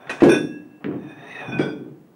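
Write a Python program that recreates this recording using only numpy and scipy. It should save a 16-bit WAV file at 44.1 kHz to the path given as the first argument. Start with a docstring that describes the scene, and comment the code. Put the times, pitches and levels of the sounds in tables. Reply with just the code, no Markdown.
"""Loose iron weight plates are spread out by hand on the rubber floor of a small, live gym.
They clank against each other and ring in their bending modes; as they drop and rock, their thuds
set floor and room booming, and one rim snaps down. One plate is dragged off another, rubbing and
squealing, its ring sinking as it slides free. The heaviest drop overloads the microphone.
Quiet room tone lies underneath."""
import sys
import numpy as np
from scipy import signal
from scipy.io import wavfile
from scipy.ndimage import uniform_filter1d

SR = 44100
rng = np.random.default_rng(int(sys.argv[2]) if len(sys.argv) > 2 else 0)


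def output_pcm(signal):
    """Save a mono or channel-first signal as 16-bit PCM at the path in sys.argv[1].

    Samples are clipped to [-1, 1] before scaling.
    """
    pcm = np.clip(np.atleast_2d(signal).T, -1, 1) * 32767
    wavfile.write(sys.argv[1], SR, np.round(pcm).astype(np.int16))


N = 94815


def clanks(rise_s=0.00075, hard_db=-31, wobble_hz=4.9, wobble_depth=.55, direct_db=-12.5, wet_db=-8):
    """Impact excitation: iron strikes iron with a broadband clack, and the plate's modes ring on."""
    # (time [s], plate [rounded: 0 A, 1 B, 2 C, 3 or -1 A pinned], clack level [dB], ring level [dB])
    strikes = [(0.069, 1, -45, -54), (0.0946, 3, -31.5, -32.5), (.099, -0.5, -35.5, -32.5),
               (0.204, 3, -34.5, -38), (0.232, -1, -28.5, -41), (.256, 1, -46, -34),
               (.292, 0, -34.5, -27.5), (.315, 0, -35.5, -24.5), (.342, 0, -34, -34.5),
               (1.389, 3, -48.5, -41), (1.518, 2, -52, -47.5), (1.585, 2, -37.5, -40), (1.594, 2, -39, -37),
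               (1.611, 2, -40, -37.5)]
    # modes of the three plates (frequency [Hz], level [dB], t60 [s])
    plate_a = [(1518, -4, .27), (2490, -.5, .21), (3535, -11, .33), (5580, -15, .35), (6100, -17.5, .31),
               (8920, -14.5, .26), (9220, -18, .26), (10310, -21, .28), (12180, -30, .33), (13440, -32, .4),
               (14320, -32, .3)]
    plate_b = [(1653, 0, .74), (2670, -8.5, .98), (5749, -16, .7), (9570, -30, .8)]
    plate_c = [(1421, -6, .45), (1535, 0, .28), (2320, -1, .34), (3327, -5.5, .4), (4770, -10, .35),
               (5010, -15, .36), (5680, -13, .31), (8511, -11, .27), (9566, -25, .6)]
    # pinned by another plate, A rings higher and shorter (frequency [Hz], level [dB], t60 [s])
    plate_a_pinned = [(1894, 3, .07), (2615, -4, 0.13), (3950, -13, 0.072)]
    # spectrum of a hard clack (frequency [Hz], level [dB])
    clack_spectrum = [(30, -34.5), (120, -10), (400, 0.5), (1900, -2), (3000, -7.5), (4500, -17.5),
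                      (7000, -21), (9500, -27), (12000, -47)]
    plates = (plate_a, plate_b, plate_c, plate_a_pinned)
    out, t = np.zeros(N), np.arange(SR) / SR
    rise = 1 - np.exp(-t / rise_s)
    wobble = 1 - wobble_depth * np.cos(2 * np.pi * wobble_hz * t)
    for s, plate, clack_db, ring_db in strikes:
        # a softer blow stays longer in contact and so loses treble
        tilt = 0.7 * min(clack_db - hard_db, 0)  # dB per octave
        modes = [(hz, db + tilt * max(np.log2(hz / 2500), 0), t60)
                 for hz, db, t60 in plates[round(plate)]]
        if round(plate) == 1:  # B wobbles freely: its ring swells, dips and outlasts the room
            tone = rise * wobble * ring(modes)
        else:
            tone = rise * ring(modes, chatter=1.1)
            reflected = packet(signal.fftconvolve(tone, room(direct_db))[:SR])
            tone = tone + amp(wet_db) * reflected
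        spectrum = [(hz, db + tilt * max(np.log2(hz / 2000), 0)) for hz, db in clack_spectrum]
        clack = rise * colour(room(direct_db), spectrum)
        add(out, s, at_level(tone, ring_db) + at_level(clack, clack_db))
    return out


def thuds(swell_s=0.0069, boom_db=-4.5):
    """Resonance: each landing is a dull push that excites the low modes of floor and room."""
    # a plate lands, rocks or bumps (time [s], level [dB], tilt [dB/octave])
    landings = [(.221, -9.5, 2.5), (.236, -14, 4), (0.26, -17.5, 6), (.287, -15.5, 7.5), (.317, -27.5, 4.5),
                (.844, -26.5, -6.5), (.884, -28, -4.5), (.924, -32, -4), (.947, -30.5, -2),
                (.972, -39.5, -2), (1.481, -31.5, -14), (1.528, -29, -12.5), (1.594, -18, 1.5),
                (1.637, -29, 2), (1.725, -34, 0), (1.801, -36.5, -2.5), (1.861, -39.5, -2.5)]
    # spectrum of the push (frequency [Hz], level [dB])
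    push_spectrum = [(35, -55), (75, -33.5), (145, -8.5), (215, -6), (310, 1), (430, -5), (600, -16.5),
                     (1000, -31), (2000, -48), (8000, -73.5)]
    # modes of floor and room (frequency [Hz], level [dB], t60 [s])
    boom_modes = [(146, -3, .65), (180, -7, .7), (272, -7, .6), (298, -3, .9), (343, 0, .45), (388, -1, .5),
                  (437, -1, .42), (506, -8, .42), (566, -10, .4)]
    out, t = np.zeros(N), np.arange(SR) / SR
    swell = 1 - np.exp(-(t / swell_s) ** 2)
    for s, db, tilt in landings:
        push = packet(colour(room(direct_db=-6), push_spectrum, tilt))
        boom = ring([(hz, level + tilt * np.log2(hz), t60) for hz, level, t60 in boom_modes])
        add(out, s, at_level(push + amp(boom_db) * swell * boom, db))
    return out


def rim_snap(time_s=.8438, peak_db=-18.5):
    """Impulsive contact: a rim touching down gives one short, broadband snap."""
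    # spectrum of the snap (frequency [Hz], level [dB])
    snap_spectrum = [(40, -61), (200, -32), (900, -6.5), (1600, 5), (2600, -2), (4000, -20), (10000, -64)]
    out = np.zeros(N)
    snap = colour(room(direct_db=2.5), snap_spectrum)
    add(out, time_s, amp(peak_db) * snap / abs(snap).max())
    return out


def scrape(free_hz=1522.7, jitter_hz=100, narrow_hz=18, wide_hz=110):
    """Forced vibration: grit drives a sliding plate, whose modes contact stiffens and damps."""
    # course of the slide (time [s], rub level [dB], ring level [dB])
    slide = [(0, -47.5, -53), (.2, -41.5, -46), (.26, -53, -44), (.8, -64, -81), (.807, -51, -79),
             (.93, -39, -65.5), (1, -50, -55), (1.12, -46, -45), (1.15, -52, -53.5), (1.21, -44, -47.5),
             (1.315, -42.5, -37), (1.38, -41, -38), (1.42, -34, -39), (1.48, -39, -41.5), (1.66, -37, -40),
             (1.74, -52, -55), (2.1, -67.5, -100)]
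    # effect of contact pressure (time [s], nominal lowest mode [Hz], nominal bandwidth [Hz])
    contact = [(0, 1540, 73), (.98, 1780, 66), (1.12, 1699, 40), (1.17, 1745, 90), (1.24, 1826, 68),
               (1.34, 1977, 58), (1.39, 1900, 95), (1.44, 1650, 59), (1.49, 1514, 12)]
    # modes of the sliding plate (free frequency [Hz], level [dB], share of the stiffening [ratio])
    slide_modes = [(1524, 1, 0.95), (2442, -4.5, 0.28), (3494, -11, 0.58), (5580, -25.5, 0.076),
                   (5980, -24.5, 0.32), (8930, -31, .1), (9270, -31, 0.09)]
    # spectrum of the rub (frequency [Hz], level [dB])
    rub_spectrum = [(40, -52.5), (140, 3.5), (350, 0), (750, 6.5), (1250, -5.5), (2000, -11), (3200, -21),
                    (4200, -50), (5500, -51), (12000, -52)]
    rub_db, ring_db = curves(slide)
    lowest_hz, width_hz = curves(contact)
    damping = np.clip((width_hz - narrow_hz) / (wide_hz - narrow_hz), 0, 1)
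    drive, tone = grit(), np.zeros(N)
    for hz, db, share in slide_modes:
        jitter = jitter_hz * damping * wander(N, smoothing=250)  # grinding unsteadies the pitch
        track = hz + share * (lowest_hz + jitter - free_hz)
        damped, free = resonate(drive, track, wide_hz), resonate(drive, track, narrow_hz)
        tone += amp(db) * (damping * damped + (1 - damping) * free)
    rub = unit(colour(grit(), rub_spectrum))
    direct = amp(rub_db) * rub + amp(ring_db) * unit(tone)
    return signal.fftconvolve(direct, packet(room(direct_db=6.5)))[:N]


def squeals(rise_s=0.0025, release_t60=0.099, waver=0.00083):
    """Stick-slip friction: a dragged rim sustains one wavering mode, which rings out on release."""
    # (time [s], duration [s], frequency [Hz], level [dB])
    held_modes = [(1.392, 0.086, 2482, -42.5), (1.475, 0.052, 5550, -59.5), (1.508, 0.061, 1514, -39.5),
                  (1.519, 0.054, 2480, -33.5), (1.68, 0.039, 4780, -58)]
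    out, t = np.zeros(N), np.arange(SR) / SR
    for s, length, hz, db in held_modes:
        pitch = hz * (1 + waver * wander(SR, smoothing=400))
        tone = unit(np.sin(2 * np.pi * np.cumsum(pitch) / SR))
        rise = 1 - np.exp(-t / rise_s)
        release = np.exp(-np.log(1000) * np.maximum(t - length, 0) / release_t60)
        add(out, s, amp(db) * rise * release * tone)
    return out


def room(direct_db, early_db=4, early_s=0.04):
    """Reverberation: a direct impulse, strong early reflections and a tail that decays band by band."""
    # reverberation time (frequency [Hz], t60 [s])
    decay_times = [(170, 0.95), (450, 0.42), (1000, 0.34), (3000, 0.27), (8000, 0.5), (16000, 0.067)]
    hz, t, bands = signal.stft(rng.choice([-1., 1.], SR), SR, nperseg=256)
    decay = np.exp(-np.log(1000) * t / read(decay_times, hz)[:, None])
    early_boost = amp(early_db * np.exp(-t / early_s))
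    response = packet(signal.istft(bands * decay * early_boost, SR)[1][:SR])
    response[0] += amp(direct_db)
    return response


def room_tone(noise_db=-56.5, whine_hz=15690, whine_db=-78):
    """Stationary background: quiet, low noise with a very faint, steady high whine."""
    # spectrum of the noise (frequency [Hz], level [dB])
    noise_spectrum = [(25, -25.5), (130, 0), (320, 6), (700, -6.5), (5000, -28), (15000, -30.5)]
    noise = unit(colour(rng.standard_normal(N), noise_spectrum))
    whine = unit(np.sin(2 * np.pi * whine_hz * np.arange(N) / SR))
    return amp(noise_db) * noise + amp(whine_db) * whine


def ring(modes, chatter=0, chatter_hz=45, settle_s=.12):
    """Modal decay: a sum of damped sines, each smeared while touching plates chatter."""
    out, t = np.zeros(SR), np.arange(SR) / SR
    for hz, db, t60 in modes:
        re, im = rng.standard_normal((2, SR))
        smear_hz = chatter_hz * np.sqrt(hz / 2000)  # higher modes smear more widely
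        shake = signal.sosfilt(signal.butter(2, smear_hz, fs=SR, output="sos"), re + 1j * im)
        modulation = 1 + chatter * np.exp(-t / settle_s) * shake / shake.std()
        wave = modulation * np.exp(2j * np.pi * (hz * t + rng.random()))
        out += amp(db) * np.exp(-np.log(1000) * t / t60) * wave.real
    return packet(out)


def grit(grains_per_s=2500, spread_db=3.5):
    """Shot noise: the dense, tiny collisions of a rough surface."""
    size = amp(spread_db * np.minimum(rng.exponential(1, N), 4))
    return size * rng.choice([-1., 1.], N) * (rng.random(N) < grains_per_s / SR)


def resonate(x, hz, width_hz):
    """Time-varying resonance: a steep-skirted passband follows the curve hz."""
    carrier = np.exp(2j * np.pi * np.cumsum(hz) / SR)
    pole = np.exp(-np.pi * width_hz / SR)
    baseband = signal.lfilter([1 - pole], [1, -pole], x / carrier)
    skirt = signal.butter(1, 250, fs=SR)
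    return unit((carrier * signal.lfilter(*skirt, baseband)).real)


def colour(x, spectrum, tilt=0, size=4096):
    """Minimum-phase filtering to a spectrum, tilted in dB per octave over the bass and middle."""
    hz = abs(np.fft.fftfreq(size, 1 / SR))
    log_gain = np.log(amp(read(spectrum, hz) + tilt * np.log2(np.clip(hz, 140, 2000))))
    taps = np.fft.ifft(np.exp(np.conj(signal.hilbert(log_gain)))).real
    return signal.fftconvolve(x, taps[:size // 2])[:len(x)]


def wander(n, smoothing):
    """Random drift of rms 1: a moving average of noise over `smoothing` samples."""
    return unit(uniform_filter1d(rng.standard_normal(n), size=smoothing))


def amp(db):
    """Decibels to amplitude ratio."""
    return 10 ** (np.asarray(db) / 20)


def unit(x):
    """Normalisation to rms 1."""
    return x / np.sqrt(np.mean(x ** 2) + 1e-20)


def packet(x):
    """Normalisation to energy 1."""
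    return x / np.linalg.norm(x)


def at_level(x, db, onset_s=.04):
    """Normalisation of a blow's onset to an rms level."""
    return x * amp(db) / np.sqrt(np.mean(x[:int(onset_s * SR)] ** 2))


def read(points, hz):
    """Interpolation on a log-frequency axis."""
    f, value = np.transpose(points)
    return np.interp(np.log(hz + 1), np.log(f + 1), value)


def curves(table):
    """Interpolation in time, one curve per column."""
    s, *columns = np.transpose(table)
    return [np.interp(np.arange(N) / SR, s, c) for c in columns]


def add(mix, s, sound):
    """Superposition of a sound on the mix at time s."""
    part = mix[max(round(s * SR), 0):][:len(sound)]
    part += sound[:len(part)]


def scene():
    """Superposition: all sources sum at one microphone."""
    return (thuds() + clanks() + rim_snap() + scrape() + squeals() + room_tone())[None]


def record(dry, ceiling=.71, knee=42, cutoff_hz=15850):
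    """Saturation: overload flattens the highest peaks, then a low-pass limits the band."""
    squeezed = dry / (1 + abs(dry / ceiling) ** knee) ** (1 / knee)
    lowpass = signal.firwin(511, cutoff_hz, window=("kaiser", 9), fs=SR)
    return signal.oaconvolve(squeezed, lowpass[None], "same")


dry = scene()
out = record(dry)
output_pcm(out)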